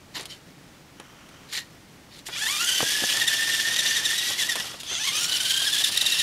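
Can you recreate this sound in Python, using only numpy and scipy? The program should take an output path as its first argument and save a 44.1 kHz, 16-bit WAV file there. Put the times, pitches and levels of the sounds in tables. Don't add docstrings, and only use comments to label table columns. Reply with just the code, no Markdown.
import sys
import numpy as np
from scipy import signal
from scipy.fft import rfft, irfft
from scipy.io import wavfile

SR = 44100
rng = np.random.default_rng(int(sys.argv[2]) if len(sys.argv) > 2 else 0)


def generate_wav(sig):
    pcm = np.round(np.clip(np.atleast_2d(sig).T, -1, 1) * 32767).astype(np.int16)
    wavfile.write(sys.argv[1], SR, pcm)


N = 274302

# start in seconds, relative strain in dB, attack and length in seconds.
RUNS = [(2.256, -33.5, 0.091, 0.38), (4.84, -32, 0.077, 0.44)]
# time in seconds, gear mesh rate in Hz.
WIND_UP_OUT_HZ = [(2.3, 433.3), (2.316, 481), (2.348, 483), (2.378, 675), (2.426, 862), (2.466, 893),
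                  (2.496, 1102), (2.524, 1189), (2.586, 1212), (2.608, 1378), (2.63, 1452), (2.65, 1405),
                  (2.676, 1522), (2.8, 1519)]
CRUISE_OUT_HZ = [(2.85, 1628), (2.95, 1725), (3.13, 1702), (3.19, 1823), (3.36, 1773), (3.47, 1816),
                 (3.61, 1788), (3.77, 1862), (3.81, 1787), (3.96, 1807)]
WIND_UP_BACK_HZ = [(4.86, 480.5), (4.91, 667), (4.938, 734), (4.958, 640), (4.98, 693.5), (5.008, 867.5),
                   (5.03, 858), (5.046, 998), (5.074, 1100), (5.11, 1071), (5.12, 1158), (5.194, 1304),
                   (5.222, 1436), (5.25, 1403)]
CRUISE_BACK_HZ = [(5.3, 1473), (5.39, 1465), (5.48, 1536), (5.56, 1539), (5.66, 1629), (5.75, 1657),
                  (5.82, 1736), (5.94, 1769), (5.99, 1851), (6.15, 1796), (6.22, 1862)]
# time in seconds, mesh rate in Hz, relative level in dB.
GRASS_EDGE = [(4.0, 1730, -24), (4.03, 1790, -24.5), (4.13, 1820, -24.5), (4.24, 1940, -26),
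              (4.35, 1930, -22.5), (4.385, 2110, -28), (4.43, 1760, -24), (4.455, 1760, -26.5),
              (4.484, 1900, -31.5), (4.528, 1740, -23.5), (4.552, 1813, -31.5), (4.6, 1758, -28.5)]
# time in seconds, relative chirp and mesh tone levels in dB,
# half length in seconds.
JOLTS = [(2.688, -30, -60, 0.017), (2.728, -29, -55, .012), (2.76, -31, -60, 0.0052),
         (2.783, -28.5, -54, 0.0046), (3.221, -31, -22.5, 0.0084), (3.282, -22.5, -26.5, 0.0065),
         (3.794, -23, -29, .006), (3.974, -30, -29.5, 0.012), (4.06, -24.5, -44.5, .008),
         (4.19, -30, -36, 0.013), (4.392, -42, -32, .01), (4.423, -33, -31, 0.018),
         (4.498, -34, -23.5, 0.0087), (4.522, -29.5, -38.5, .0058), (5.079, -33.5, -36.5, 0.0075),
         (5.296, -31, -55, 0.0056), (5.328, -30, -53, 0.0083), (5.354, -29, -54, 0.016),
         (5.409, -27, -39, 0.0061), (5.459, -28.5, -48, 0.0086), (5.512, -25.5, -39, .011),
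         (5.546, -27, -50, 0.0075), (5.577, -25, -49.5, 0.0071), (5.605, -27, -50.5, 0.0044),
         (5.624, -27.5, -47, 0.0058), (5.678, -27, -40, 0.013), (5.734, -25, -38, 0.0063),
         (5.751, -26.5, -40, 0.0055), (5.794, -30, -44, .014), (5.845, -20.5, -56, 0.0068),
         (5.977, -18, -30, 0.0033), (6.0166, -22, -40, 0.0063), (6.068, -22.5, -42, 0.0076),
         (6.127, -23.5, -32, 0.007), (6.148, -30.5, -50, 0.0059), (6.2, -27, -40, .012)]
# time in seconds, mesh tone level in dB.
SURGES = [(2.957, -28), (3.041, -27), (3.316, -28), (3.335, -26), (3.401, -25), (3.426, -26), (3.479, -27),
          (3.501, -24.5), (3.598, -24), (3.657, -23), (3.686, -26), (3.714, -29), (3.858, -25),
          (3.915, -26), (4.112, -29.5), (4.136, -29.5)]
# time in seconds, loss in dB, half length in seconds.
LIFTS = [(2.311, 4.5, 0.013), (3.259, 6.5, 0.01), (3.457, 1.5, 0.0087), (3.754, 4, 0.008),
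         (3.773, -1, 0.0023), (4.023, 4, 0.012), (4.353, 9, 0.022), (5.272, 4, 0.013), (5.716, 3, 0.0053),
         (5.833, 3.5, 0.0074), (5.909, 9, 0.0094), (6.001, 3, 0.008), (6.038, 5, 0.0071)]
# time in seconds, relative level in dB, half length in seconds.
CLATTERS = [(2.274, -35.5, 0.012), (2.823, -30.5, 0.006), (3.337, -26, 0.007), (3.497, -30, 0.0063),
            (3.551, -31, 0.0051), (3.606, -26, 0.0077), (4.407, -33, 0.02), (4.498, -28.5, 0.0056),
            (4.603, -26.5, 0.005), (4.809, -34.5, 0.011), (5.08, -27, 0.0061), (5.199, -34, 0.0028),
            (5.246, -31, 0.0036)]
# multiple, level in dB re the rattle, levels out and back in dB re
OVERTONES = [(3, -19, -6.5, -11.5), (4, -25, -6, -11.5), (5, -22, -11.5, -11.5), (6, -29, -11.5, -12.5)]
# frequency in Hz, relative level in dB.
WHINE_OUT_DB = [(600, -77), (900, -51), (1200, -38.5), (1400, -38.5), (1560, -40), (1800, -34),
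                (1980, -42.5), (2400, -34.5), (2800, -33), (3060, -29.5), (3280, -42), (3700, -35),
                (4200, -35)]
WHINE_BACK_DB = [(600, -84), (1100, -64), (1350, -50), (1620, -34.5), (1800, -43.5), (2150, -32.5),
                 (2500, -48), (2850, -47), (3150, -33), (3700, -48)]
GROWL_DB = [(400, -28), (1050, -17.5), (2000, -10.5), (3200, -8.5), (4500, -11.5), (8000, -15.5),
            (15000, -28)]
RATTLE_OUT_DB = [(60, -39), (300, -15), (1200, -21), (1700, -7), (2200, -5), (3200, 0.5), (4200, -4),
                 (6000, -5), (6600, -8), (9000, -12.5), (10000, -12), (12000, -12.5), (13000, -17),
                 (15700, -31)]
RATTLE_BACK_DB = [(60, -44), (300, -12.5), (1200, -15.5), (1800, 1), (2200, -2.5), (3000, 7.5), (4200, 6.5),
                  (6000, -0.5), (7800, -2.5), (10500, -2.5), (12000, -6.5), (13000, -12), (15700, -17)]
# frequency and width in Hz, relative gains
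# out and back in dB.
GEARBOX_MODES = [(1952, 91, 7, -17.5), (2773, 54, 14.5, -1), (3360, 620, 1.5, 5.5), (3396, 144, 18.5, 14),
                 (4500, 430, -13, -44), (6130, 280, -15, -11), (7500, 200, -12, -27)]
MOUNT_MODES = [(1760, 200, -3, -16), (2360, 310, -6.5, -19), (3290, 430, -0.5, -2.5), (3690, 194, 0, -18),
               (4970, 540, -14, -22), (6300, 450, -35, -4), (6940, 230, -9, -13)]
PANEL_MODES = [(4660, 260, -18.5, -19), (5420, 140, -17.5, -17.5), (6100, 130, -17.5, -21),
               (6900, 240, -18.5, -17), (7590, 150, -23.5, -25), (8700, 490, -18, -17),
               (10450, 1040, -22.5, -17.5)]
# frequency and width in Hz, relative gain in dB.
SHELL_MODES = [(1900, 83, -10), (3600, 920, 11), (5650, 830, 10), (8300, 1800, -28), (10300, 1500, -1)]
CHASSIS_MODES = [(297, 14, 5), (920, 150, -5)]
HOLD_MODES = [(1240, 610, 3), (3130, 250, 3), (5700, 640, -5)]
# time in seconds, #
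# frequency and width in Hz, relative level in dB, half length in seconds.
RASPS = [(2.726, 6050, 251, -37, 0.074), (3.114, 2980, 699.5, -27, 0.019), (3.173, 3090, 600, -25, 0.0041),
         (3.763, 3340, 904, -18.5, 0.0011), (3.867, 3550, 399.7, -23, 0.0073),
         (3.9, 5800, 280, -37.5, 0.18), (5.23, 5550, 299.8, -31, 0.044), (5.245, 6700, 399.6, -30, 0.028)]
# time in seconds, gain in dB.
TREBLE_DB = [(2.4, 3), (3.1, 1), (3.55, 0), (3.85, -2.5), (4.4, 0.5), (4.9, -1.5), (5.4, -0.5), (5.8, -0.5),
             (6.2, -1.5)]
# end of attack in seconds, relative level in dB, attack, hold and release
# in seconds.
STEERING_MOVES = [(0.154, -32.5, 0.027, 0.023, 0.057), (0.196, -39, 0.017, 0.017, 0.1),
                  (0.306, -40, 0.045, 0.0041, 0.15), (1.494, -46, 0.055, 0.02, 0.05),
                  (1.527, -29.5, 0.019, 0.058, 0.094), (2.12, -48.5, 0.049, 0.079, 0.05)]
# time in seconds, pitch in Hz, level in dB,
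# half length in seconds.
SQUEALS = [(0.322, 3100, -40, 0.023), (1.603, 1865, -40, 0.033), (4.886, 3400, -37, 0.021),
           (4.92, 6200, -32.5, 0.041), (5.02, 6100, -30.5, 0.03), (5.185, 3200, -26, 0.018),
           (5.323, 3898, -21, 0.0064), (5.369, 5650, -28, 0.0083), (5.684, 5210, -26, 0.013),
           (6.124, 2750, -29.5, 0.17)]
# start in seconds, relative level in dB, T60 in seconds.
TICKS = [(0.2552, -19, 0.049), (0.9996, -21, 0.015), (1.2894, -33, 0.025), (2.19, -26, 0.032),
         (2.2635, -31, 0.013), (3.0995, -5, 0.012), (4.555, -9.5, 0.073), (4.8325, -16.5, 0.027)]
BUMPS = [(0.17, -29, 0.088), (0.195, -31.5, 0.31), (0.998, -29.5, 0.1), (2.286, -25, 0.076),
         (3.139, -28.5, 0.66), (3.849, -27.5, 0.11), (4.555, -18.5, 0.096), (4.742, -27.5, 0.045),
         (4.913, -27.5, 0.14)]
# start in seconds, relative peak in dB, upper band edge in Hz.
KNOCKS = [(2.8056, -11.5, 2016), (2.829, -16, 725), (3.022, -26, 650), (3.038, -21, 789)]
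# frequency in Hz, relative density in dB.
STEERING_SPECTRUM_DB = [(240, -64), (400, -9), (664, -13.5), (989, -6), (1250, -8), (2070, 4.5),
                        (2410, 0.5), (4180, 8), (5960, -6.5), (7270, -3), (8350, -19), (11500, -9),
                        (15700, -26)]
TICK_SPECTRUM_DB = [(150, -58), (600, -3), (1500, -16), (3300, 1), (5000, -6.5), (11000, -8.5),
                    (15500, -30)]
BUMP_SPECTRUM_DB = [(120, 0), (300, 10.5), (500, 11.5), (1000, 11.5), (2500, 8.5), (6000, -26)]
TYRE_SPECTRUM_DB = [(53, -31), (90, -0.5), (315, -5), (405, -6), (790, -1), (1400, 0), (1820, -12),
                    (3080, -120)]
GARDEN_SPECTRUM_DB = [(12, -47), (20, -16), (110, -5.5), (141, -2), (233, -8), (283, -5.5), (442, -13),
                      (709, -15), (1020, -17.5), (2050, -18), (3020, -20.5), (4470, -22.5), (5740, -24),
                      (15700, -36)]

TURN_S = 4.8


def drive(mesh_hz, gain, torque, coasted_s, loose_hz=820.6, slack_db_per_s=175):
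    backing = clock() >= TURN_S
    chirp, swell, contact_db, swing = wheel_hops()
    shift_hz, load = judder()
    loose = 1 / (1 + (loose_hz / mesh_hz) ** 3)
    cycles = mesh_cycles(mesh_hz, loose, swing, shift_hz)
    effort = torque / torque.max()
    contact = gain * from_db(contact_db + loose * drift(18))
    pressed = contact * load ** loose * from_db(-slack_db_per_s * coasted_s)
    rattle = from_db(-23.5 - .2 * drift(100) - 3 * effort) * loose * contact

    free = mesh_partials(mesh_hz, backing, pressed * loose, loose ** 2 * load * rattle, swell, chirp)
    levels = [torque * pressed * share for share in growl(mesh_hz, backing)]
    grips = [0] * len(levels)
    for k, level, grip in free:
        levels[k - 1] = np.hypot(levels[k - 1], level)
        grips[k - 1] = grip
    clicks = tooth_clicks(cycles, uneven_db=2.2, rub=2.1)
    grind = from_db(3 * effort * drift(200))
    out = whine(cycles, [level * grind for level in levels], grips)

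    clatter = sum(from_db(db) * bell(s, half_s) for s, db, half_s in CLATTERS)
    shake = rattle + from_db(-12) * chirp + clatter
    jolt = chirp * np.sqrt(chirp / chirp.max())
    out += from_db(-8) * resonate(jolt * clicks, SHELL_MODES)
    out += shell_rasps(contact * clicks) + panels(shake, backing)
    out += gear_rattle(shake * clicks, torque * contact * clicks, backing)
    return facing(out)


def motor(coast_s=.25, coast_db_per_s=41, cruise_db=-23.5):
    t = clock()
    out_s, back_s = RUNS[0][0], RUNS[1][0]
    out_hz = curve([*WIND_UP_OUT_HZ, *CRUISE_OUT_HZ])
    back_hz = curve([*WIND_UP_BACK_HZ, *CRUISE_BACK_HZ])
    mesh_hz = np.where(t < back_s, out_hz, back_hz)
    gain, torque = 1.0 * (t >= out_s), np.zeros(N)
    for s, strain_db, attack_s, length_s in RUNS:
        age_s = np.maximum(t - s, 0)
        rise = 1 - np.exp(-(age_s / attack_s) ** 2)
        torque += from_db(strain_db) * rise / (1 + (age_s / length_s) ** 10)
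    grass = (t >= GRASS_EDGE[0][0]) & (t < back_s)
    coasted_s = np.maximum(t - GRASS_EDGE[-1][0], 0) * grass
    mesh_hz[grass] = (curve(GRASS_EDGE) * np.exp(-coasted_s / coast_s))[grass]
    gain[grass] = from_db(curve(GRASS_EDGE, column=2) - cruise_db - coast_db_per_s * coasted_s)[grass]
    return mesh_hz, gain, torque, coasted_s


def wheel_hops(slack_db=-6, slack_s=.0019, lead_s=.018, spin_s=.016, surge_s=.0079):
    chirp, swell, contact_db, swing = np.zeros((4, N))
    hardest_db = max(row[1] for row in JOLTS)
    for s, chirp_db, tone_db, half_s in JOLTS:
        near = np.arange(int((s - .1) * SR), min(int((s + .1) * SR), N))
        t = near / SR - s
        load = np.exp(-np.where(t < 0, (t / half_s) ** 4, (t / half_s) ** 2))
        force = from_db((chirp_db - hardest_db) / 2)
        chirp[near] += from_db(chirp_db) * load
        swell[near] += from_db(tone_db) * load
        contact_db[near] += slack_db * force * np.exp(-((t + lead_s) / slack_s) ** 2)
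        swing[near] += force * (.25 - t / spin_s) * np.exp(-(t / spin_s) ** 2)
    swell += sum(from_db(db) * bell(s, surge_s) for s, db in SURGES)
    contact_db -= sum(loss_db * bell(s, half_s) for s, loss_db, half_s in LIFTS)
    return chirp, swell, contact_db, swing


def judder(rate_hz=21, shift_hz=16, depth_db=3):
    angle = 2 * np.pi * np.cumsum(rate_hz * (1 + .35 * drift(12))) / SR
    return -shift_hz * np.sin(angle), from_db(depth_db * np.cos(angle))


def mesh_cycles(mesh_hz, loose, swing, shift_hz, pinion_teeth=9):
    speed = 1 + .14 * swing + .004 * drift(25) + (.003 + .014 * (1 - loose)) * drift(300)
    cycles = np.cumsum(mesh_hz * speed + shift_hz * loose ** 2) / SR
    return cycles + .02 * (1 + np.sin(2 * np.pi * cycles / pinion_teeth))


def mesh_partials(mesh_hz, backing, pressure, rattle, swell, chirp):
    tone, octave = (pressure * np.where(backing, at_hz(WHINE_BACK_DB, hz), at_hz(WHINE_OUT_DB, hz))
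                    for hz in (mesh_hz, 2 * mesh_hz))
    partials = [(1, from_db(.8 + drift(22)) * tone, swell),
                (2, from_db(-1) * octave, from_db(3) * chirp)]
    for k, db, out_db, back_db in OVERTONES:
        grip = from_db(np.where(backing, back_db, out_db)) * chirp
        partials.append((round(k), from_db(db) * rattle, grip))
    return partials


def growl(mesh_hz, backing, harmonics=13, step=100):
    hz = np.arange(1, harmonics + 1)[:, None] * mesh_hz[::step]
    power = at_hz(GROWL_DB, hz) ** 2
    for centre_hz, width_hz, out_db, back_db in MOUNT_MODES:
        peak = from_db(np.where(backing[::step], back_db, out_db))
        power += peak ** 2 / (1 + (2 * (hz - centre_hz) / width_hz) ** 4)
    return [np.interp(np.arange(N), np.arange(0, N, step), np.sqrt(share)) for share in power]


def whine(cycles, levels, grips):
    out, skid = 0, drift(350)
    for k, (level, grip) in enumerate(zip(levels, grips), 1):
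        gripping = grip / (grip + level + 1e-6)
        ragged = (.025 + .011 * min(k, 4) * gripping) * np.roll(skid, k * SR // 3)
        phase = k * cycles + rng.random() + .05 * drift(110) + ragged
        rms = np.hypot(level * from_db(2.7 * drift(55)), grip)
        out += rms * np.sqrt(2) * np.sin(2 * np.pi * phase)
    return out


def tooth_clicks(cycles, uneven_db, rub):
    tooth = cycles.astype(int)
    strength = from_db(uneven_db * np.clip(rng.standard_normal(N), -2, 2))[tooth]
    clicks = np.diff(tooth, prepend=0) * rng.uniform(-1, 1, N)
    sliding = rng.standard_normal(N) * (1 + .13 * np.cos(2 * np.pi * cycles))
    return rms_one(strength * (rms_one(clicks) + rub * rms_one(sliding)))


def gear_rattle(loose_teeth, strained_teeth, backing):
    out = 0
    for side, spectrum, column in ((~backing, RATTLE_OUT_DB, 2), (backing, RATTLE_BACK_DB, 3)):
        teeth = side * loose_teeth
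        out += from_db(-3.5) * colour(teeth, spectrum)
        out += from_db(-4) * resonate(teeth * clumps(), GEARBOX_MODES, column)
        out += from_db(-9) * resonate(side * strained_teeth, MOUNT_MODES, column)
    return out


def shell_rasps(teeth):
    return sum(resonate(teeth * clumps() * from_db(db) * bell(s, half_s), [(hz, width_hz, 0)])
               for s, hz, width_hz, db, half_s in RASPS)


def clumps():
    return rms_one(from_db(2.5 * np.clip(drift(100), -2, 1.6)))


def panels(shake, backing):
    taps, out = shake * chatter(), 0
    for hz, width_hz, out_db, back_db in PANEL_MODES:
        twist = rms_one(from_db(2.5 * drift(14)))
        strength = twist * rng.standard_normal(N) * from_db(np.where(backing, back_db, out_db))
        out += resonate(taps * strength, [(hz, width_hz, 0)])
    return out


def chatter(taps_per_s=900, spread_db=4):
    taps = (rng.random(N) < taps_per_s / SR) * rng.choice([-1, 1], N)
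    return rms_one(taps * from_db(spread_db * np.minimum(rng.exponential(1, N), 3)))


def facing(x, crossover_hz=6700):
    filters = (signal.butter(2, crossover_hz, kind, fs=SR, output="sos") for kind in ("low", "high"))
    low, high = (signal.sosfilt(np.tile(sos, (2, 1)), x) for sos in filters)
    return low + from_db(curve(TREBLE_DB)) * high


def steering(mesh_hz=620):
    cycles = np.cumsum(mesh_hz * (1 + .1 * drift(24))) / SR
    rasp = rms_one(tooth_clicks(cycles, uneven_db=2, rub=3) + .6 * chatter())
    effort = sum(envelope(*move) for move in STEERING_MOVES)
    direct = from_db(-1) * colour(effort * rasp, STEERING_SPECTRUM_DB)
    gearbox = from_db(-7) * resonate(effort * rasp, GEARBOX_MODES)
    chassis = from_db(-11) * resonate(envelope(*STEERING_MOVES[0]) * rasp, CHASSIS_MODES)
    return direct + gearbox + chassis + from_db(3) * panels(effort, backing=False)


def steering_hold(buzz_hz=150):
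    level = envelope(s=1.0, db=-54.5, attack_s=.2, hold_s=.47, release_s=.05)
    return resonate(level * tooth_clicks(buzz_hz * clock(), uneven_db=2, rub=3), HOLD_MODES)


def squeals():
    out = 0
    for s, hz, db, half_s in SQUEALS:
        cycles = np.cumsum(hz * (1 + .024 * drift(209))) / SR
        out += from_db(db) * bell(s, half_s) * np.sin(2 * np.pi * cycles)
    return out


def contacts(rows, spectrum):
    level = np.zeros(N)
    for s, db, t60_s in rows:
        at = int(s * SR)
        level[at:] += from_db(db - np.minimum(60 * clock()[:N - at] / t60_s, 200))
    return colour(level * rng.standard_normal(N), spectrum)


def knocks(gain_db=2, low_hz=115, tail_db=-22, tail_s=.0069, size=4096):
    out, t = np.zeros(N), clock()[:size]
    for s, db, edge_hz in KNOCKS:
        push = (t == 0) + from_db(tail_db) * rng.standard_normal(size) * np.exp(-t / tail_s)
        knock = signal.sosfilt(signal.butter(2, [low_hz, edge_hz], "band", fs=SR, output="sos"), push)
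        at = int(s * SR)
        out[at:at + size] -= from_db(db + gain_db) * knock / np.abs(knock).max()
    return out


def tyres(mesh_hz, gain_db=-48):
    rolling = clock() >= RUNS[0][0]
    patter = rng.standard_normal(N) * from_db(-3.5 * drift(27)) * rolling
    return from_db(gain_db) * colour(patter * np.sqrt(mesh_hz / mesh_hz.max()), TYRE_SPECTRUM_DB)


def garden(level_db=-50):
    breeze_db = .5 * drift(6)
    return from_db(level_db + breeze_db) * colour(rng.standard_normal(N), GARDEN_SPECTRUM_DB, size=8192)


def from_db(db):
    return 10 ** (np.asarray(db) / 20)


def rms_one(x):
    return x / np.sqrt(np.mean(x ** 2) + 1e-20)


def clock():
    return np.arange(N) / SR


def curve(rows, column=1):
    rows = np.array(rows)
    return np.interp(clock(), rows[:, 0], rows[:, column])


def bell(s, half_s):
    out = np.zeros(N)
    near = np.arange(max(int((s - 4 * half_s) * SR), 0), min(int((s + 4 * half_s) * SR), N))
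    out[near] = np.exp(-((near / SR - s) / half_s) ** 2)
    return out


def envelope(s, db, attack_s, hold_s, release_s, fade_db=39):
    t = clock() - s
    fade = np.maximum(-t / attack_s, 0) + np.maximum((t - hold_s) / release_s, 0)
    return from_db(db - fade_db * np.minimum(fade, 10))


def drift(rate_hz):
    r = np.exp(-20 * np.pi * rate_hz / SR)
    slow = signal.lfilter([1], [1, -2 * r, r * r], rng.standard_normal(N // 10 + 4002))[4000:]
    return np.interp(np.arange(N) / 10, np.arange(len(slow)), rms_one(slow))


def at_hz(spectrum, hz):
    points_hz, db = np.transpose(spectrum)
    return from_db(np.interp(np.log(hz), np.log(points_hz), db))


def colour(x, spectrum, size=2048):
    grid_hz = np.maximum(np.arange(size // 2 + 1) * SR / size, 1)
    gain = rms_one(at_hz(spectrum, grid_hz))
    cepstrum = irfft(np.log(gain + 1e-9))
    cepstrum[1:size // 2] *= 2
    cepstrum[size // 2 + 1:] = 0
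    return signal.fftconvolve(x, irfft(np.exp(rfft(cepstrum))))[:N]


def resonate(x, modes, column=2):
    out, power = 0, 0
    for k, (hz, width_hz, db) in enumerate(np.array(modes)[:, [0, 1, column]]):
        r = np.exp(-np.pi * width_hz / SR)
        poles = [1, -2 * r * np.cos(2 * np.pi * hz / SR), r * r]
        ring = signal.lfilter([1, 0, -1], poles, x + 1e-12) * (1 - r * r) / 2
        out += (-1) ** k * from_db(db) * ring
        power += from_db(db) ** 2 * (1 - r)
    return out / np.sqrt(power)


def scene():
    mesh_hz, gain, torque, coasted_s = motor()
    ticks = from_db(-14) * contacts(TICKS, TICK_SPECTRUM_DB)
    bumps = from_db(-9) * contacts(BUMPS, BUMP_SPECTRUM_DB)
    impacts = ticks + bumps + knocks()
    driving = drive(mesh_hz, gain, torque, coasted_s) + tyres(mesh_hz)
    return (driving + steering() + steering_hold() + squeals() + impacts + garden())[None]


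def record(dry, cutoff_hz=15650):
    return signal.sosfilt(signal.ellip(12, .1, 90, cutoff_hz, fs=SR, output="sos"), dry)


dry = scene()
out = record(dry)
generate_wav(out)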